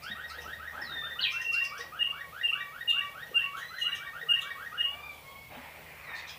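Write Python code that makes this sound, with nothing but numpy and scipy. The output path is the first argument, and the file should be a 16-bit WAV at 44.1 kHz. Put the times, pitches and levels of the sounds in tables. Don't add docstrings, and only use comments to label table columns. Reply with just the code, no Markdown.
import sys
import numpy as np
from scipy import signal
from scipy.io import wavfile
from scipy.ndimage import uniform_filter1d

SR = 44100
rng = np.random.default_rng(int(sys.argv[2]) if len(sys.argv) > 2 else 0)


def store_wav(level_fs):
    pcm = np.round(np.clip(np.atleast_2d(level_fs), -1, 1) * 32767)
    wavfile.write(sys.argv[1], SR, pcm.T.astype(np.int16))


def gain_from_db(level_db):
    decades = np.asarray(level_db, float) / 20
    return 10 ** decades


N = 281358


def evened(x):
    return x / np.sqrt(np.mean(x ** 2) + 1e-20)


def add(mix, s, sound):
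    part = mix[round(max(s, 0) * SR):][:len(sound)]
    part += sound[:len(part)]


def drift(n, hz):
    chance = rng.standard_normal(SR + n)
    lowpass = signal.butter(2, hz, fs=SR, output="sos")
    return evened(signal.sosfiltfilt(lowpass, chance)[SR // 2:][:n])


def voice(rows, wobble=0.0025, wobble_hz=58.0, flutter_db=3.0):
    s, hz, db, *overtones = np.transpose(rows)
    t = np.arange(s[0], s[-1], 1 / SR)
    unsteady = drift(SR // 2, wobble_hz)[:len(t)]
    phase = 2 * np.pi * np.cumsum(np.interp(t, s, hz) * (1 + wobble * unsteady)) / SR
    tone = np.sin(phase)
    for k, overtone in enumerate(overtones):
        tone = tone + gain_from_db(np.interp(t, s, overtone)) * np.sin((k + 2) * phase)
    edges = np.clip(np.minimum(t - s[0], s[-1] - t) / 0.0062, 0, 1)
    level = gain_from_db(np.interp(t, s, db) + flutter_db * unsteady[::-1])
    return s[0], np.sqrt(2) * level * tone * edges


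def piper():
    # t/s, peak level/dB, f/Hz, length factor, warble depth as a share of f
    pipes = [
        (1.9954, -21, 2840, 0.88, 0.0065),
        (2.436, -21, 2787, 0.73, 0.023),
        (2.8798, -20, 2817, 0.86, 0.017),
        (3.348, -20.5, 2787, 0.81, 0.01),
        (3.8163, -23, 2845, 1.01, 0.0047),
        (4.291, -20.5, 2833, 0.74, 0.0042),
        (4.7828, -21.5, 2852, 0.81, 0.0073),
    ]
    pipe_overtones = [-47, -36.5, -38.5]
    lead_s, break_s, body_s = .042, .013, 0.0924
    warble_hz, rasp_hz, rasp_db, rasp_share = 38, 97, 3, .012
    out = np.zeros(N)
    u = np.arange(0, lead_s + break_s + body_s, .001)
    lead = np.clip(u / lead_s, 0, 1)
    flick = np.clip((u - lead_s) / break_s, 0, 1)
    body = np.clip((u - lead_s - break_s) / body_s, 0, 1)
    flick_depth = np.where(flick < .5, .05, .12)
    factor = 1 + .016 * (1 - lead) ** 2 - flick_depth * np.sin(2 * np.pi * flick) - .01 * body
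    swell_db = 20 * np.log10(1 / 20 + np.sin(np.pi / 2 * lead))
    break_db = -6.5 * flick - 17 * np.sin(np.pi * flick)
    catch_db = -11 * np.exp(-((body - 0.55) * body_s / 0.01) ** 2)
    rel = swell_db + break_db + catch_db - 28 * body ** 16
    rel = rel + rasp_db * flick * np.cos(2 * np.pi * rasp_hz * u)
    warble = flick * np.sin(2 * np.pi * warble_hz * (u - lead_s))
    for s, db, hz, stretch, depth in pipes:
        times = s - .008 + u + (np.clip(stretch, .75, 1.1) - 1) * body_s * body
        rasp = rasp_share * flick * drift(len(u), 8000.)
        overtones = np.ones((len(u), 1)) * pipe_overtones
        rows = np.column_stack([times, hz * (factor + depth * warble + rasp), db - 4.5 + rel, overtones])
        add(out, *voice(rows, wobble=0.0014, wobble_hz=50., flutter_db=2.3))
    return out


def roller():
    roll_starts = [0.019, 0.148, .291, 0.437, .58, .726, .866, 1.015, 1.152, 1.313, 1.513, 1.712, 1.915,
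                   2.115, 2.318, 2.511, 2.715, 2.92, 3.131, 3.326, 3.524, 3.69, 3.835, 3.974, 4.121, 4.266,
                   4.412, 4.567, 4.712]
    low_hz, top_hz = 1137, 1879.6
    climb_s, attack_s, sag_from_s, accent_s = .095, 0.009, .055, .018
    out = np.zeros(N)
    u = np.array([0, attack_s, sag_from_s, climb_s - .004, climb_s,
                  climb_s + accent_s - .004, climb_s + accent_s])
    hz = low_hz + (top_hz - low_hz) * np.minimum(u / climb_s, 1)
    rel = np.array([-16, -2, 0, -9, 8, 8, -22])
    sag_lift = -np.minimum(rel + 2, 0) * (u > sag_from_s)
    octave = -14 + np.where(u < climb_s, sag_lift, -5)
    for s, (effort, colour) in zip(roll_starts, rng.standard_normal((len(roll_starts), 2))):
        rows = np.column_stack([s + u, hz, -46 + rel + 0.9 * effort, octave + 3 * colour, -32 + 0 * u])
        add(out, *voice(rows, wobble=0.0086, wobble_hz=123.0, flutter_db=2.5))
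    return out


def whistler():
    # t/s, length/s, level/dB, harmonic 2/dB, loudest moment as a share
    slides = [
        (.815, .36, -46, 7, .5),
        (6.003, .21, -42.5, -13, .68),
    ]
    # t/s, f/Hz, level/dB
    swoop = [
        (1.188, 2846, -30),
        (1.2, 3000, -31),
        (1.207, 4200, -42),
        (1.213, 4600, -39),
        (1.225, 4200, -29.5),
        (1.24, 3240, -27),
        (1.256, 2596, -31.5),
        (1.275, 2394, -37.5),
        (1.325, 2400, -40),
    ]
    # t/s, length/s, first f/Hz, last f/Hz, level/dB
    held = [
        (.812, .02, 5400, 5250, -43),
        (1.325, .1, 2680, 2770, -37),
        (1.445, .097, 2730, 2750, -28.5),
        (1.545, .055, 2765, 2760, -26.5),
        (1.6, .055, 2765, 2755, -36),
        (2.885, .045, 3775, 3530, -40),
    ]
    whistle_overtones = [-40, -46]
    from_hz, to_hz, settle_s = 2780, 1795, .038
    out, u, calls = np.zeros(N), np.linspace(0, 1, num=30), []
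    for s, length, db, second_db, top in slides:
        hz = to_hz + (from_hz - to_hz) * np.exp(-length * u / settle_s)
        rel = -17 * np.where(u < top, (top - u) / top, ((u - top) / (1 - top)) ** 2)
        calls.append([(s + length * v, f, db + r, second_db, -32) for v, f, r in zip(u, hz, rel)])
    swoop_rows = [(*row, *whistle_overtones) for row in swoop]
    add(out, *voice(swoop_rows, wobble=.019, wobble_hz=220., flutter_db=3.5))
    for s, length, first_hz, last_hz, db in held:
        calls.append([(s + length * v, first_hz + (last_hz - first_hz) * v, db + rel, *whistle_overtones)
                      for v, rel in [(0, -7), (.45, 0), (1, -9)]])
    for rows in calls:
        add(out, *voice(rows, wobble=0.004, wobble_hz=50., flutter_db=2.2))
    return out


def answerer():
    # t/s, length/s, top f/Hz, level/dB, harmonic 2/dB
    nasals = [
        (1.148, 0.32, 1056, -58, 2),
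        (1.605, 0.22, 1148, -49, -4),
        (2.057, .24, 1141, -51.5, 1),
        (2.484, 0.26, 1164, -51.5, 0.5),
        (2.934, 0.23, 1152, -50, -2),
        (3.405, 0.23, 1131, -50.5, -2.5),
        (3.867, .25, 1163, -52.5, 2),
        (4.353, 0.24, 1147, -49.5, -1.5),
        (3.551, .47, 2036, -53.5, 0),
    ]
    # t/s, length/s, top f/Hz, level/dB, arch share
    drawls = [
        (4.848, .32, 1192, -45.5, .07),
        (5.23, 0.25, 1105, -49.5, 0.0205),
    ]
    arch_per_s, third_db = 0.22, -16
    out, u = np.zeros(N), np.linspace(0, 1, num=21)
    arch = np.sin(np.pi * u ** 0.818)
    for s, length, hz, db, second_db in nasals:
        rows = [(s + length * v, hz * (1 - arch_per_s * length * (1 - a)), db - 14 * (1 - a) ** 3,
                 second_db - 5 * (1 - a), third_db, third_db - 9.5) for v, a in zip(u, arch)]
        add(out, *voice(rows, wobble=0.00081))
    late_arch = np.sin(np.pi * u ** 1.4)
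    for s, length, hz, db, share in drawls:
        rows = [(s + length * v, hz * (1 - share * (1 - a)), db - 19 * v - 6 * (1 - a) ** 3,
                 -5.5 + 21.5 * v, -11 + 8 * v, -30 + 19 * v) for v, a in zip(u, late_arch)]
        add(out, *voice(rows, wobble=0.0045, flutter_db=3.5))
    return out


def scolders():
    # t/s, length/s, f/Hz, level/dB
    scolds = [(0.016, .038, 2500, -51.5), (0.281, 0.033, 2373, -49.5), (0.4, .035, 2720, -54),
              (1.3, .054, 2704, -52.5), (1.404, 0.04, 2700, -54), (1.514, 0.038, 2463, -50),
              (1.624, 0.044, 2625, -48), (1.769, 0.052, 2500, -50), (2.884, 0.03, 3450, -47.5),
              (3.262, 0.0153, 3050, -55), (3.563, 0.059, 3295, -49), (3.78, .063, 3220, -49),
              (3.945, 0.028, 3110, -45.5), (4.398, 0.036, 3330, -47), (5.11, 0.035, 3400, -65),
              (6.139, 0.07, 2175, -54.5), (6.266, .045, 1895, -52)]
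    # f/Hz, level/dB
    beak_response = [(1850, -14), (2500, -1.5), (3300, -1.5), (4300, 0), (5300, 0), (6600, -12),
                     (7800, -17), (10000, -13)]
    out, (beak_hz, beak_db) = np.zeros(N), np.transpose(beak_response)
    beak = signal.butter(2, [3500, 11000], "bandpass", fs=SR, output="sos")
    for s, length, hz, db in scolds:
        first, *overtones = np.interp(np.log(hz * np.arange(1, 5)), np.log(beak_hz), beak_db)
        rows = [(s + length * v, hz * f, db + first + rel, *(np.array(overtones) - first))
                for v, f, rel in [(0, 1.02, -7), (.3, 1.02, 0), (.7, .99, 1), (1.1, .9, -26)]]
        add(out, *voice(rows, wobble=0.096, wobble_hz=250., flutter_db=6.0))
        hiss = evened(signal.sosfilt(beak, rng.standard_normal(SR // 8)))[:round(length * SR)]
        add(out, s, gain_from_db(db - 11) * hiss * np.hanning(len(hiss)))
    return out


def triller():
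    # first pip t/s, last pip t/s, f/Hz, first level/dB, last level/dB
    strands = [
        (5.612, 5.96, 1920, -60, -56),
        (5.661, 5.978, 2390, -64, -50),
        (6.0, 6.359, 2440, -37.5, -40.5),
    ]
    gap_s, pip_s, flick = .0492, 0.01, 0.027
    out = np.zeros(N)
    for first, last, hz, first_db, last_db in strands:
        for s in np.arange(first, last, gap_s):
            db = np.interp(s, [first, last], [first_db, last_db]) + 2 * rng.standard_normal()
            f = hz * (1 + 0.011 * rng.standard_normal())
            rows = [(s - pip_s / 2, (1 - flick) * f, db - 7, -28), (s, f, db, -28),
                    (s + pip_s / 2, f, db - 19, -28)]
            add(out, *voice(rows))
    return out


def knocks():
    # t/s, level/dB, f/Hz, decay time t60/s, click/dB
    impacts = [
        (.38, -44, 480, 0.13, -18),
        (1.79, -43.5, 481, 0.13, -16),
        (3.314, -32, 457, 0.023, -31),
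        (4.23, -42.5, 450, 0.065, -11),
        (5.522, -47.5, 600, 0.12, -16),
        (5.565, -47.5, 250, 0.34, -27),
        (0.098, -43, 208, 0.089, -20),
    ]
    out, t = np.zeros(N), np.arange(SR // 3) / SR
    for s, db, hz, t60, click_db in impacts:
        ring = gain_from_db(-60 * t / t60) * np.sin(2 * np.pi * hz * t) * np.minimum(t / 0.0033, 1)
        click = gain_from_db(click_db - 60 * t / t60) * uniform_filter1d(rng.standard_normal(len(t)), size=4)
        add(out, s, gain_from_db(db) * (ring + click))
    return out


def room(x):
    # f/Hz, t60/s
    decay = [(500, 0.15), (1500, 0.35), (3000, 0.3), (6000, 0.26), (12000, 0.021)]
    out, (decay_hz, decay_s) = np.zeros(N), np.transpose(decay)
    for k in range(3):
        taps = np.zeros(SR * 3 // 4)
        at = np.arange(180, len(taps) - 20, 20)
        taps[at + rng.integers(0, 20, len(at))] = rng.choice([-1., 1.], len(at))
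        hz, t, z = signal.stft(taps, SR, nperseg=256)
        t60 = np.clip(np.interp(np.log(hz + 1), np.log(decay_hz), decay_s), .05, 2)[:, None]
        tail = signal.istft(z * gain_from_db(-60 * t / t60), SR, nperseg=256)[1]
        share = np.sqrt(2 / 3) * np.cos(np.pi * (np.arange(N) / SR * .7 + k / 3))
        out += signal.fftconvolve(x * share, tail / np.linalg.norm(tail))[:N]
    return out


def noise(spectrum, patchy_db):
    hz = np.fft.rfftfreq(1024, 1 / SR)
    a, b, patches = rng.standard_normal((N // 256 + 5, 513, 3)).T
    patches = evened(uniform_filter1d(uniform_filter1d(patches, 10, 0), 14, 1))
    f, db = np.transpose(spectrum)
    colour = np.interp(np.log(hz + 1), np.log(f + 1), db)[:, None]
    z = (a + 1j * b) * gain_from_db(colour + patchy_db * patches)
    return evened(signal.istft(z, nperseg=1024, noverlap=768)[1][:N])


def swells(rows, quiet_db, rise_db_per_s):
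    t = np.arange(N) / SR
    peaks = [db - np.where(t < s, rise_db_per_s * (s - t), abs(fall) * (t - s)) for s, db, fall in rows]
    return np.sqrt(gain_from_db(2 * quiet_db) + sum(gain_from_db(2 * peak) for peak in peaks))


def late_rush():
    # f/Hz, density/dB per Hz
    rush_spectrum = [(150, -22), (500, -8), (900, 7), (1500, 4.5), (2000, 12.5), (2400, 11.5), (3000, 0),
                     (4000, -36), (6000, -68)]
    # t/s, peak level/dB, fall/dB per s
    rush_swells = [
        (5.53, -51, 1.3),
        (6.1, -45, 62),
    ]
    return swells(rush_swells, -81, rise_db_per_s=300) * noise(rush_spectrum, patchy_db=2.5)


def far_chatter():
    # f/Hz, density/dB per Hz
    chatter_spectrum = [(250, -5.5), (500, -3), (800, 4.5), (1100, -2), (1600, -5), (2200, -6),
                        (2700, -9.5), (3400, -11), (4300, -21.5), (7000, -36)]
    # t/s, peak level/dB, fall/dB per s
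    chatter_swells = [
        (.01, -53.5, 32),
        (.38, -51.5, 35),
        (.74, -48.5, 33),
        (1.85, -55, 25),
        (3.1, -59.5, 21),
        (3.48, -70, 35),
        (4.94, -53, 26),
        (5.53, -48, 34),
        (6.17, -53.5, 87),
    ]
    return swells(chatter_swells, -66.5, rise_db_per_s=300) * noise(chatter_spectrum, patchy_db=4)


def motor_hum():
    # t/s, peak level/dB, fall/dB per s
    surges = [
        (.35, -57, 8.8),
        (1.94, -67, 11),
        (4.96, -64, 1.5),
    ]
    phase = 2 * np.pi * np.cumsum(76 * (1 + 0.0193 * drift(N, 2.98))) / SR
    hum = swells(surges, -88, rise_db_per_s=38) * np.sin(phase)
    octave = gain_from_db(-69.5 + 2.4 * drift(N, 2.3)) * np.sin(2 * phase)
    return np.sqrt(2) * (hum + octave)


def electric_whine():
    t = np.arange(N) / SR
    return np.sqrt(2) * gain_from_db(-71 + 2.7 * drift(N, 6.)) * np.sin(2 * np.pi * 15000 * t)


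def room_air():
    # f/Hz, density/dB per Hz
    air_spectrum = [(36, -20), (50, 10.5), (85, -7), (120, 8.5), (160, -27.5), (200, -4), (330, -16),
                    (520, -3), (900, -9), (1500, -16), (2600, -11.5), (4000, -16.5), (7000, -23),
                    (10000, -21.5), (14500, -16.5), (15300, -12.5)]
    return gain_from_db(-52.5) * gain_from_db(.7 * drift(N, 3.3)) * noise(air_spectrum, patchy_db=1.5)


def scene():
    near, side, bumps = piper(), whistler(), knocks()
    mid = roller() + triller()
    far = answerer() + scolders()
    direct = gain_from_db(1) * near + gain_from_db(-1) * side + gain_from_db(-1) * mid + gain_from_db(-4) * far + bumps
    wet = gain_from_db(-7.5) * near + gain_from_db(-5) * side + gain_from_db(-5) * mid + gain_from_db(-3.5) * far + gain_from_db(-3) * bumps
    background = late_rush() + far_chatter() + motor_hum() + electric_whine() + room_air()
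    return (direct + room(wet) + background)[None]


def drop_masked(x, under_db=32.0, slope_db=3.5):
    z = signal.stft(x, nperseg=1376, noverlap=1032)[2]
    bands = z[:688].reshape(86, 8, -1)
    level = 10 * np.log10((abs(bands) ** 2).mean(1) + 1e-20)
    fall = slope_db * np.arange(len(level))[:, None]
    masked = np.maximum.accumulate(level + fall, axis=0) - fall - under_db
    keep = gain_from_db(-30 / (1 + np.exp(np.clip(level - masked, -30, 30))))
    gain = np.vstack([np.repeat(keep, 8, axis=0), keep[-1:]])
    return signal.istft(z * gain, nperseg=1376, noverlap=1032)[1][:N]


def top_cut(x):
    return signal.sosfilt(signal.butter(12, 16620, fs=SR, output="sos"), x)


def record(dry):
    bass_cut = signal.butter(4, 44, "highpass", fs=SR, output="sos")
    band_limit = signal.firwin(1023, 15390, window=("kaiser", 9), fs=SR)
    heard = drop_masked(signal.sosfilt(bass_cut, dry[0]))
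    mix = signal.oaconvolve(heard, band_limit, "same")[None]
    return top_cut(mix)


dry = scene()
out = record(dry)
store_wav(out)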